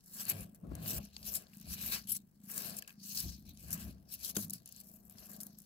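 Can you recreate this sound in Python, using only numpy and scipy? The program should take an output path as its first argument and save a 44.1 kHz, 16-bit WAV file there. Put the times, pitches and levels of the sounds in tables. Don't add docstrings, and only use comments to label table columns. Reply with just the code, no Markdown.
import sys
import numpy as np
from scipy import signal
from scipy.fft import rfft, irfft, next_fast_len
from scipy.io import wavfile

SR = 44100
rng = np.random.default_rng(int(sys.argv[2]) if len(sys.argv) > 2 else 0)


def bounce(signal):
    frames = np.transpose(np.atleast_2d(signal))
    limited = np.clip(frames, -1, 1)
    pcm = np.round(limited * 32767).astype(np.int16)
    wavfile.write(sys.argv[1], SR, pcm)


N = 249165

# (frequency [Hz], relative density [dB])
ROOM_SPECTRUM = [(18, -48), (30, 15.5), (98, -0.5), (199, 10), (461, -6.5), (666, -9.5), (3220, -28),
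                 (4300, -51.5), (9220, -17), (12300, -43.5), (16000, -5)]
ROOM_DB = -76.5
# (frequency [Hz], relative level [dB], t60 [s])
HUM_MODES = [(65, -78.5, 0.34)]
# (delay [ms], relative level [dB])
WALL_PATHS = [
    [(.02, 47), (.62, 2.5), (1.4, -3.5), (2.7, -8.5)],
    [(.29, -4.5), (.9, -26), (1.9, -29), (3.3, -4)],
]

# (time at full level [s], rise [s], hold [s], fall [s],
# fur level [dB], bedding crinkle level [dB], crease level [dB])
RUBS = [(0.075, 0.12, 0.049, 0.085, -59.5, -93, -81.5), (0.16, 0.065, 0.011, 0.032, -42.5, -88, -70),
        (0.205, 0.08, 0.0023, 0.089, -36.5, -51.5, -57.5), (0.285, 0.06, 0.033, 0.027, -43, -49.5, -55.5),
        (0.294, 0.02, 0.0053, 0.029, -26, -60, -66), (0.335, 0.037, 0.1, 0.04, -53.5, -61, -67),
        (0.45, .02, 0.032, 0.11, -70.5, -77.5, -82), (0.548, 0.013, 0.013, 0.03, -64, -74.5, -76),
        (0.754, 0.095, 0.0024, 0.41, -69, -69, -64), (0.895, 0.13, 0.015, 0.065, -38, -51, -59),
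        (0.935, 0.039, 0.047, 0.018, -37.5, -53, -61.5), (1.0, 0.017, 0.033, 0.17, -61, -62, -87),
        (1.13, 0.019, 0.061, 0.08, -67, -66.5, -87), (1.27, 0.086, 0.026, 0.062, -44.5, -53.5, -68.5),
        (1.32, 0.03, 0.014, 0.013, -42, -61, -70), (1.345, 0.0089, 0.023, 0.059, -38.5, -55, -64.5),
        (1.41, 0.039, .002, 0.14, -59, -67.5, -69.5), (1.5, 0.029, 0.12, 0.073, -65.5, -71, -79),
        (1.736, 0.086, 0.0035, 0.02, -36.5, -46.5, -60.5), (1.838, 0.22, 0.11, 0.087, -43, -48.5, -60.5),
        (1.925, 0.023, 0.036, 0.052, -40, -42.5, -49.5), (2.0, .02, 0.0017, 0.38, -67, -73.5, -82),
        (2.073, 0.004, 0.0123, 0.058, -47, -60.5, -86), (2.094, 0.021, 0.0087, 0.082, -36.5, -55, -73),
        (2.124, 0.041, 0.0049, 0.031, -35, -60.5, -80), (2.155, 0.047, 0.013, 0.02, -40.5, -57.5, -72.5),
        (2.44, 0.041, 0.06, .1, -62.5, -91, -102), (2.5, 0.021, 0.012, 0.068, -45, -61, -60),
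        (2.58, 0.13, 0.0038, 0.1, -38, -54.5, -58.5), (2.62, 0.1, 0.084, 0.18, -48, -54.5, -60),
        (2.79, 0.066, 0.0018, 0.0076, -40, -58.5, -84), (2.879, 0.011, 0.0016, 0.089, -54, -62, -62.5),
        (3.047, 0.071, 0.065, 0.15, -48.5, -61, -77.5), (3.173, 0.13, 0.042, 0.18, -39.5, -52.5, -66.5),
        (3.3, 0.24, 0.081, 0.025, -78, -65.5, -93), (3.455, 0.01, 0.062, 0.017, -63.5, -64, -87.5),
        (3.6, 0.12, 0.12, .1, -56.5, -66, -84), (3.71, 0.1, 0.1, 0.16, -50, -57, -62),
        (3.729, .005, 0.014, 0.021, -37, -60, -74), (3.79, 0.059, 0.13, 0.015, -64.5, -72.5, -90),
        (4.125, 0.056, 0.023, 0.025, -45, -57, -74), (4.245, 0.1, 0.055, 0.041, -42.5, -52.5, -68.5),
        (4.353, 0.01, 0.088, 0.053, -44, -59, -67), (4.502, 0.03, .002, 0.13, -72, -70, -82),
        (4.538, 0.033, 0.0018, 0.083, -47, -61, -72), (4.657, 0.003, 0.071, 0.14, -66.5, -66.5, -84),
        (4.813, 0.23, 0.0013, 0.024, -55, -64, -80), (4.87, 0.17, 0.094, 0.22, -63, -79.5, -87),
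        (5.055, 0.01, 0.024, 0.021, -62.5, -93, -86), (5.095, 0.0099, 0.016, 0.16, -63.5, -76, -81),
        (5.19, 0.11, 0.077, 0.035, -59.5, -67, -72.5), (5.295, 0.025, 0.059, 0.081, -55.5, -70, -69.5),
        (5.406, 0.0064, .002, 0.17, -50, -70.5, -69.5), (5.585, 0.0076, .002, 0.19, -63.5, -94, -79.5)]
RUB_SWING = (1.0, 0.72, 0.78)
# (fur [dB], crinkle [dB], creases [dB])
RUB_REST_DB = (-79, -90, -91)
SWELL_DB = 30
# (frequency [Hz], relative density [dB])
FUR_SPECTRUM = [(2940, -54), (5000, -11), (6130, -9.5), (7400, -5), (7950, -2), (8500, -7), (9100, -4.5),
                (10100, -2.5), (11700, 1), (13300, 2.5), (14900, -3), (16000, -3.5)]
# (frequency [Hz], relative density [dB])
BEDDING_SPECTRUM = [(1290, -40), (2200, -10.5), (2370, -6), (2560, -5), (2810, -5), (3180, -8), (3600, -8),
                    (4200, 0), (6000, -0.5), (7800, -12), (13200, -120)]
# (frequency [Hz], relative density [dB])
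CREASE_SPECTRUM = [(530, -16.5), (900, -12.5), (1140, -7.5), (1440, -9), (1630, -0.5), (1780, -8.5),
                   (2200, -11), (3200, -45)]
# (time at full level [s], rise [s], hold [s], fall [s], level over fur [dB])
SHEEN_SWELLS = [(4.87, 0.053, 0.7, 0.15, -4)]
# (frequency [Hz], relative density [dB])
SHEEN_SPECTRUM = [(11000, -60), (11950, -16), (12300, 0), (12650, -16), (13500, -60)]
# (time [s], lows up and highs down by [dB])
DULLNESS = [(0, -17), (.3, 9), (.9, 5.5), (1.15, -1.5), (1.8, 3), (2.3, 1.5), (2.85, 3), (3.1, -6),
            (3.7, 1.5), (4.2, -2.5), (4.7, -2.5), (5.1, 3.5), (5.65, -15)]
# (time [s], left over right [dB])
FUR_SIDE = [(.1, 0.5), (.3, 6), (1.1, 3), (1.35, 7.5), (1.65, 2), (2.1, 7.5), (2.35, 2.5), (2.6, 9),
            (2.9, 4.5), (4.3, 6), (4.55, 5), (4.9, 7)]

# (start [s], end [s], first pulse rate [Hz], last pulse rate [Hz],
# first level [dB], last level [dB])
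BREATHS = [(0.046, 0.579, 28.05, 25.94, -59, -58.5), (0.6, 1.082, 26.5, 28.74, -77, -47),
           (1.104, 1.445, 28.57, 29.34, -54.5, -69.5), (1.456, 2.31, 26.85, 27.22, -55.5, -59.5),
           (2.332, 2.831, 29.32, 26.7, -57, -56.5), (2.865, 3.616, 27.16, 26.49, -57.5, -59.5),
           (3.67, 4.06, 27.76, 26.5, -44.5, -70.5), (4.15, 4.597, 26.56, 27.83, -65, -53.5),
           (4.664, 5.234, 29.67, 27.28, -63.5, -63), (5.226, 5.651, 25.27, 27.62, -53, -60.5)]
# (frequency [Hz], relative level [dB], t60 [s])
CHEST_MODES = [(201.8, 11.5, 0.12), (168, -8, 0.14), (215, 7.5, 0.014)]
BREATH_IN_S, BREATH_OUT_S, BREATH_EDGE_DB = 0.11, 0.046, 17.5

# (time at full level [s], rise [s], hold [s], fall [s],
# floor boom level [dB], sides boom level [dB], scrape level [dB])
SHIFTS = [(0.36, 0.3, .002, 0.23, -74, -49, -53.5), (0.42, 0.06, 0.0015, 0.086, -53, -50, -106),
          (0.635, 0.022, 0.036, 0.12, -74, -49.5, -59), (0.72, 0.067, 0.0018, 0.089, -40, -42.5, -53),
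          (0.8, 0.37, 0.19, 0.061, -61, -48, -55), (0.975, .045, 0.0013, 0.17, -46.5, -60, -58.5),
          (1.29, 0.32, .002, 0.078, -56, -59.5, -63.5), (1.34, 0.094, 0.0027, 0.24, -60.5, -59.5, -58),
          (1.68, 0.087, .002, 0.067, -54, -53.5, -64), (1.72, 0.076, .002, 0.059, -39.5, -54, -80),
          (1.84, 0.37, 0.0018, 0.49, -57, -52.5, -65), (1.97, 0.28, 0.00196, 0.025, -65, -54, -59.5),
          (2.11, 0.076, 0.0019, 0.34, -86, -58, -91), (2.57, 0.15, 0.18, 0.19, -85, -64.5, -59),
          (3.15, 0.41, 0.0022, 0.87, -89, -64, -74), (3.26, 0.1, 0.0016, 0.17, -43.5, -46.5, -64.5),
          (3.51, 0.32, .002, 0.14, -51.5, -55.5, -75.5), (3.73, 0.29, 0.0017, 0.77, -48, -50.5, -63),
          (3.89, 0.15, 0.0073, 0.053, -53, -49.5, -64), (4.3, 0.2, 0.0018, 0.11, -78, -64, -61.5),
          (4.37, 0.034, .002, 0.086, -90, -66, -52), (4.42, 0.12, 0.0015, 0.46, -64.5, -51.5, -66),
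          (4.85, 0.58, 0.37, 0.22, -77, -74, -75), (5.25, 0.65, 0.19, 0.29, -78, -93, -67.5)]
# (floor [dB], sides [dB], scrape [dB])
SHIFT_REST_DB = (-80.5, -76, -90)
# (frequency [Hz], relative density [dB])
FLOOR_SPECTRUM = [(18, -52.5), (42, -15), (66, 3.5), (85, -7), (150, -28), (400, -60)]
# (frequency [Hz], relative density [dB])
SIDES_SPECTRUM = [(50, -50), (80, -19.5), (99, 4), (125, -5.5), (170, 3), (260, -9.5), (340, -15.5),
                  (570, -55)]
# (frequency [Hz], relative density [dB])
SCRAPE_SPECTRUM = [(150, -5.5), (250, -5.5), (345, -9), (453, -11.5), (544, -11), (656, -5), (758, -15),
                   (950, -22.5), (1150, -20), (1750, -35)]
# (time [s], blow level [dB])
THUMPS = [(4.3695, -34.5), (4.389, -46.5)]
# (frequency [Hz], relative level [dB], t60 [s])
BOX_MODES = [(207, 0.5, 0.14), (232, -11.5, 0.35), (312, -4.5, 0.07), (394, -0.5, 0.033),
             (107.4, -21, 0.31), (695, -14, 0.0066)]

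# (time [s], peak level before the ports [dB], centre [Hz])
SNAPS = [(0.253, -28.5, 10600), (0.2974, -26, 11500), (0.316, -39, 12000), (0.391, -43, 12000),
         (0.407, -33, 11000), (0.547, -44, 12000), (0.7521, -32, 11000), (0.754, -54, 3000),
         (0.8592, -35.5, 4500), (0.86, -40, 1600), (1.0507, -39, 12900), (1.1652, -31.5, 4500),
         (1.168, -45, 12500), (1.166, -50, 740), (1.229, -38.5, 4600), (1.339, -20.5, 11100),
         (1.468, -51, 4000), (1.534, -49.5, 2700), (1.5384, -46, 14000), (1.551, -46, 13800),
         (1.57, -41, 14000), (1.582, -45, 12600), (1.5993, -41, 13400), (1.612, -38.5, 13800),
         (1.625, -49, 13800), (2.496, -45, 2200), (2.578, -19.5, 11100), (2.7673, -27, 11000),
         (2.822, -35.5, 12300), (2.8774, -36.5, 6900), (2.876, -38, 11800), (3.17, -36, 13600),
         (3.49, -52, 4730), (3.492, -39.5, 13500), (3.573, -44, 6000), (3.706, -29.5, 12000),
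         (3.7304, -23, 12400), (4.191, -43, 11600), (4.31, -34, 6000), (4.356, -32.5, 3660),
         (4.366, -21, 6600), (4.367, -32.5, 1530), (4.369, -20, 7700), (4.4812, -45, 11200),
         (4.4974, -28, 12500), (4.5051, -24.5, 12000), (4.534, -24, 11600), (4.536, -27, 11600),
         (4.6585, -36, 11700), (4.675, -35, 10800), (4.69, -36.5, 14000), (4.724, -35.5, 11800),
         (4.7626, -41, 7800), (4.801, -39, 11900), (4.811, -39.5, 11600), (5.097, -39, 12700),
         (5.184, -38.5, 4870), (5.269, -43.5, 10000), (5.3155, -33.5, 12300), (5.364, -37.5, 12200),
         (5.4033, -35, 8540), (5.4114, -30.5, 12300), (5.4326, -28.5, 12500), (5.467, -32, 12400),
         (5.5864, -33, 12100), (5.602, -42, 12200), (5.6188, -41.5, 12300)]
SNAP_RISE_S, SNAP_T60_S = 0.00024, 0.011
SNAP_SPREAD, SNAP_RING_WIDTH = 2.2, 1.08
SNAP_RING_DB = -1.5
TICK_HZ, TICK_RING_DB = 5200, 9.0

# (time [s], relative level [dB])
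SMACKS = [(2.8235, -29), (2.8465, -41), (2.876, -43), (2.894, -36), (2.905, -39)]
# (frequency [Hz], relative level [dB], t60 [s])
MOUTH_MODES = [(2630, -6, 0.017), (2940, -8, 0.01), (1710, -8, 0.013), (1140, -9, 0.017),
               (4760, -5.5, 0.0044), (6160, -18, 0.0037)]

CUTOFF_HZ, ROLL_OFF_HZ = 16800, 16250


def from_db(db):
    return 10 ** (np.asarray(db) / 20)


def rms_one(x):
    return x / np.sqrt(np.mean(x ** 2) + 1e-20)


def white():
    return rng.standard_normal((3, N))


def in_time(rows):
    s, *columns = np.transpose(rows)
    return [np.interp(np.arange(N) / SR, s, column) for column in columns]


def swells(rows, swing, rest_db):
    t = np.arange(0, N + 32, 32) / SR
    power = from_db(2 * np.array(rest_db))[:, None] + 0 * t
    for s, rise, hold, fall, *levels_db in rows:
        below_db = SWELL_DB * np.maximum(0, np.maximum((s - t) / rise, (t - s - hold) / fall))
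        part_db = np.array(levels_db)[:, None] - np.outer(swing, below_db)
        power = power + from_db(2 * part_db)
    return [np.interp(np.arange(N) / SR, t, 10 * np.log10(p)) for p in power]


def drift(rate):
    r = np.exp(-40 * np.pi * rate / SR)
    noise = rng.standard_normal(N // 20 + 2002)
    slow = signal.lfilter([1], [1, -2 * r, r * r], noise)[2000:]
    return np.interp(np.arange(N) / 20, np.arange(len(slow)), rms_one(slow))


def colour(x, spectrum):
    hz, db = np.transpose(spectrum)
    size = next_fast_len(N)
    bins = np.maximum(np.arange(size // 2 + 1) * SR / size, 1)
    gain = from_db(np.interp(np.log(bins), np.log(hz), db))
    return rms_one(irfft(rfft(x, size) * gain, size)[..., :N])


def band_pass(x, order, edges):
    return signal.sosfilt(signal.butter(order, edges, "band", fs=SR, output="sos"), x)


def halves(x, hz):
    return [signal.sosfilt(signal.butter(4, hz, kind, fs=SR, output="sos"), x) for kind in ("low", "high")]


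def patchy(x, low_hz, high_hz, patchy_db, rate, count):
    edges = np.geomspace(low_hz, high_hz, count + 1)
    out = 0
    for k, pair in enumerate(zip(edges, edges[1:])):
        out = out + (-1) ** k * band_pass(x, 2, pair) * from_db(patchy_db * drift(rate))
    return rms_one(out)


def slips(per_s, spread_db, t60, smooth):
    sizes = from_db(spread_db * np.minimum(rng.exponential(1, N), 3))
    sizes = sizes * (rng.random(N) < per_s / SR)
    dying = signal.lfilter([1], [1, -from_db(-60 / (t60 * SR))], sizes)
    return (smooth + rms_one(dying)) / (1 + smooth)


def blows(events):
    clicks = np.zeros(N)
    for s, db in events:
        clicks[round(s * SR)] = from_db(db)
    return clicks


def ring(clicks, modes):
    out = 0
    for hz, db, t60 in modes:
        r, w = from_db(-60 / (t60 * SR)), 2 * np.pi * hz / SR
        feed, poles = [0, from_db(db) * np.sin(w)], [1, -2 * r * np.cos(w), r * r]
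        out = out + signal.lfilter(feed, poles, clicks + 1e-18)
    return out


def ports(x, pan_db, apart):
    out = np.zeros((2, N))
    for side, paths in enumerate(WALL_PATHS):
        for k, (ms, db) in enumerate(paths):
            delayed = np.interp(np.arange(N) - round(ms * SR / 1000), np.arange(N), x[0])
            out[side] += (-1) ** k * from_db(db) * delayed
        out[side] = rms_one(out[side]) * np.std(x[0]) + apart * x[1 + side]
    return out / np.sqrt(1 + apart ** 2) * from_db(np.outer([.5, -.5], pan_db))


def room():
    shared, left, right = colour(white(), ROOM_SPECTRUM)
    air = from_db(ROOM_DB) * (shared + 1.85 * np.array([left, right]))
    hum = ring(rng.standard_normal(N) * 0.0094, HUM_MODES)
    return (air + hum) * from_db([[1.5], [-1.5]])


def rustle():
    fur_db, crinkle_db, crease_db = swells(RUBS, RUB_SWING, RUB_REST_DB)
    firm = np.clip((fur_db + 71.0) / 25, 0, 1)
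    hairs = slips(130., spread_db=1.0, t60=0.0087, smooth=0.66)
    pelt = slips(300., spread_db=4.5, t60=0.0093, smooth=1.7) * from_db(1.95 * drift(29))
    rub = (1 - firm) * hairs + firm * pelt
    drag = slips(200., spread_db=11.5, t60=0.024, smooth=2.6 + 0.64 * firm)

    sheen = colour(white(), SHEEN_SPECTRUM) * from_db(swells(SHEEN_SWELLS, [1], [-30])[0])
    fur = patchy(colour(white(), FUR_SPECTRUM), 3080, 18430, patchy_db=3.0, rate=10.5, count=16)
    fur = fur + sheen * from_db(1.6 * drift(17))

    crinkle = patchy(colour(white(), BEDDING_SPECTRUM), 1340, 9550, patchy_db=3.5, rate=10.8, count=12)
    dull, crisp = halves(crinkle, 3200)
    tone_db = in_time(DULLNESS)[0] + 2.0 * drift(52)
    bedding = (dull * from_db(tone_db) + crisp * from_db(-tone_db)) * from_db(crinkle_db)
    creases = colour(white(), CREASE_SPECTRUM) * from_db(crease_db)

    brushed = ports(rub * fur * from_db(fur_db), in_time(FUR_SIDE)[0], apart=1.0)
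    pressed = ports(np.sqrt(rub * drag) * bedding + drag * creases, np.full(N, 4.5), apart=1.0)
    return from_db(1.0) * (brushed + pressed)


def purr():
    pulses, t, level = np.zeros(N), np.arange(N) / SR, np.zeros(N)
    jitter_s, uneven_db = 0.00091 * drift(42), 1.0 * drift(24)
    for start, end, first_hz, last_hz, first_db, last_db in BREATHS:
        on = (t >= start) & (t < end)
        rate_hz = first_hz + (last_hz - first_hz) * (t - start) / (end - start)
        cycles = np.cumsum(on * rate_hz) / SR
        at = np.flatnonzero(np.diff(np.ceil(cycles)) > 0)
        jittered = np.clip(at + (jitter_s[at] * SR).astype(int), 0, N - 1)
        pulses[jittered] = from_db(uneven_db[at])
        edge = np.maximum(0, np.maximum(1 - (t - start) / BREATH_IN_S, 1 - (end - t) / BREATH_OUT_S))
        breath_db = np.interp(t, [start, end], [first_db, last_db]) - BREATH_EDGE_DB * edge
        level = np.maximum(level, from_db(breath_db))
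    soft = band_pass(pulses, 2, [130, 280])
    breathy = 0.00012 * rng.standard_normal(N)
    return rms_one(ring(soft + breathy, CHEST_MODES)) * level * from_db([[.7], [-.7]])


def box():
    floor_db, sides_db, scrape_db = swells(SHIFTS, [1, 1, 1], SHIFT_REST_DB)
    shared, left, right = colour(white(), FLOOR_SPECTRUM) * from_db(floor_db)
    floor = (shared + 0.068 * np.array([left, right])) * from_db([[2.5], [-4.5]])
    shared, left, right = colour(white(), SIDES_SPECTRUM) * from_db(sides_db)
    sides = shared + 0.28 * np.array([left, right])

    scrape = patchy(colour(white(), SCRAPE_SPECTRUM), 117.6, 1900, patchy_db=1.5, rate=7.1, count=8)
    scrape = scrape * slips(130.0, spread_db=-0.5, t60=0.03, smooth=1.95)
    scrape = ports(scrape * from_db(scrape_db), np.full(N, 10.5), apart=0.61)

    no_bass = signal.butter(2, 90, "high", fs=SR, output="sos")
    thump = signal.sosfilt(no_bass, ring(blows(THUMPS), BOX_MODES))
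    return floor + sides + scrape + thump * from_db([[1.5], [-1.5]])


def snaps():
    out = np.zeros((3, N))
    noise, t = rng.standard_normal((len(SNAPS), 3, 2000)), np.arange(2000) / SR
    envelope = from_db(-60 * t / SNAP_T60_S) * (1 - np.exp(-t / SNAP_RISE_S))
    for (s, db, hz), burst in zip(SNAPS, noise):
        burst = burst * envelope
        wide = band_pass(burst, 3, [hz / SNAP_SPREAD, min(hz * SNAP_SPREAD, .45 * SR)])
        narrow = band_pass(burst, 1, [hz / SNAP_RING_WIDTH, hz * SNAP_RING_WIDTH])
        ring_db = SNAP_RING_DB + TICK_RING_DB * (hz < TICK_HZ)
        burst = rms_one(wide) + from_db(ring_db) * rms_one(narrow)
        at = round(s * SR)
        out[:, at:at + 2000] += (from_db(db) * burst / np.abs(burst).max())[:, :N - at]
    return ports(out, np.full(N, 5.5), apart=1.0)


def smacks():
    click = signal.lfilter([1], [1, -.96], blows(SMACKS))
    tear = click * rng.choice([-1, 1], (3, N)) * 0.17
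    bright = halves(ring(tear, MOUTH_MODES), 1740)[1]
    return ports(bright, np.full(N, 5.5), apart=0.36)


def scene():
    return room() + rustle() + purr() + box() + snaps() + smacks()


def record(dry):
    rolled = signal.sosfilt(signal.cheby2(8, 27, ROLL_OFF_HZ, fs=SR, output="sos"), dry)
    return signal.sosfilt(signal.cheby2(12, 60, CUTOFF_HZ, fs=SR, output="sos"), rolled)


dry = scene()
out = record(dry)
bounce(out)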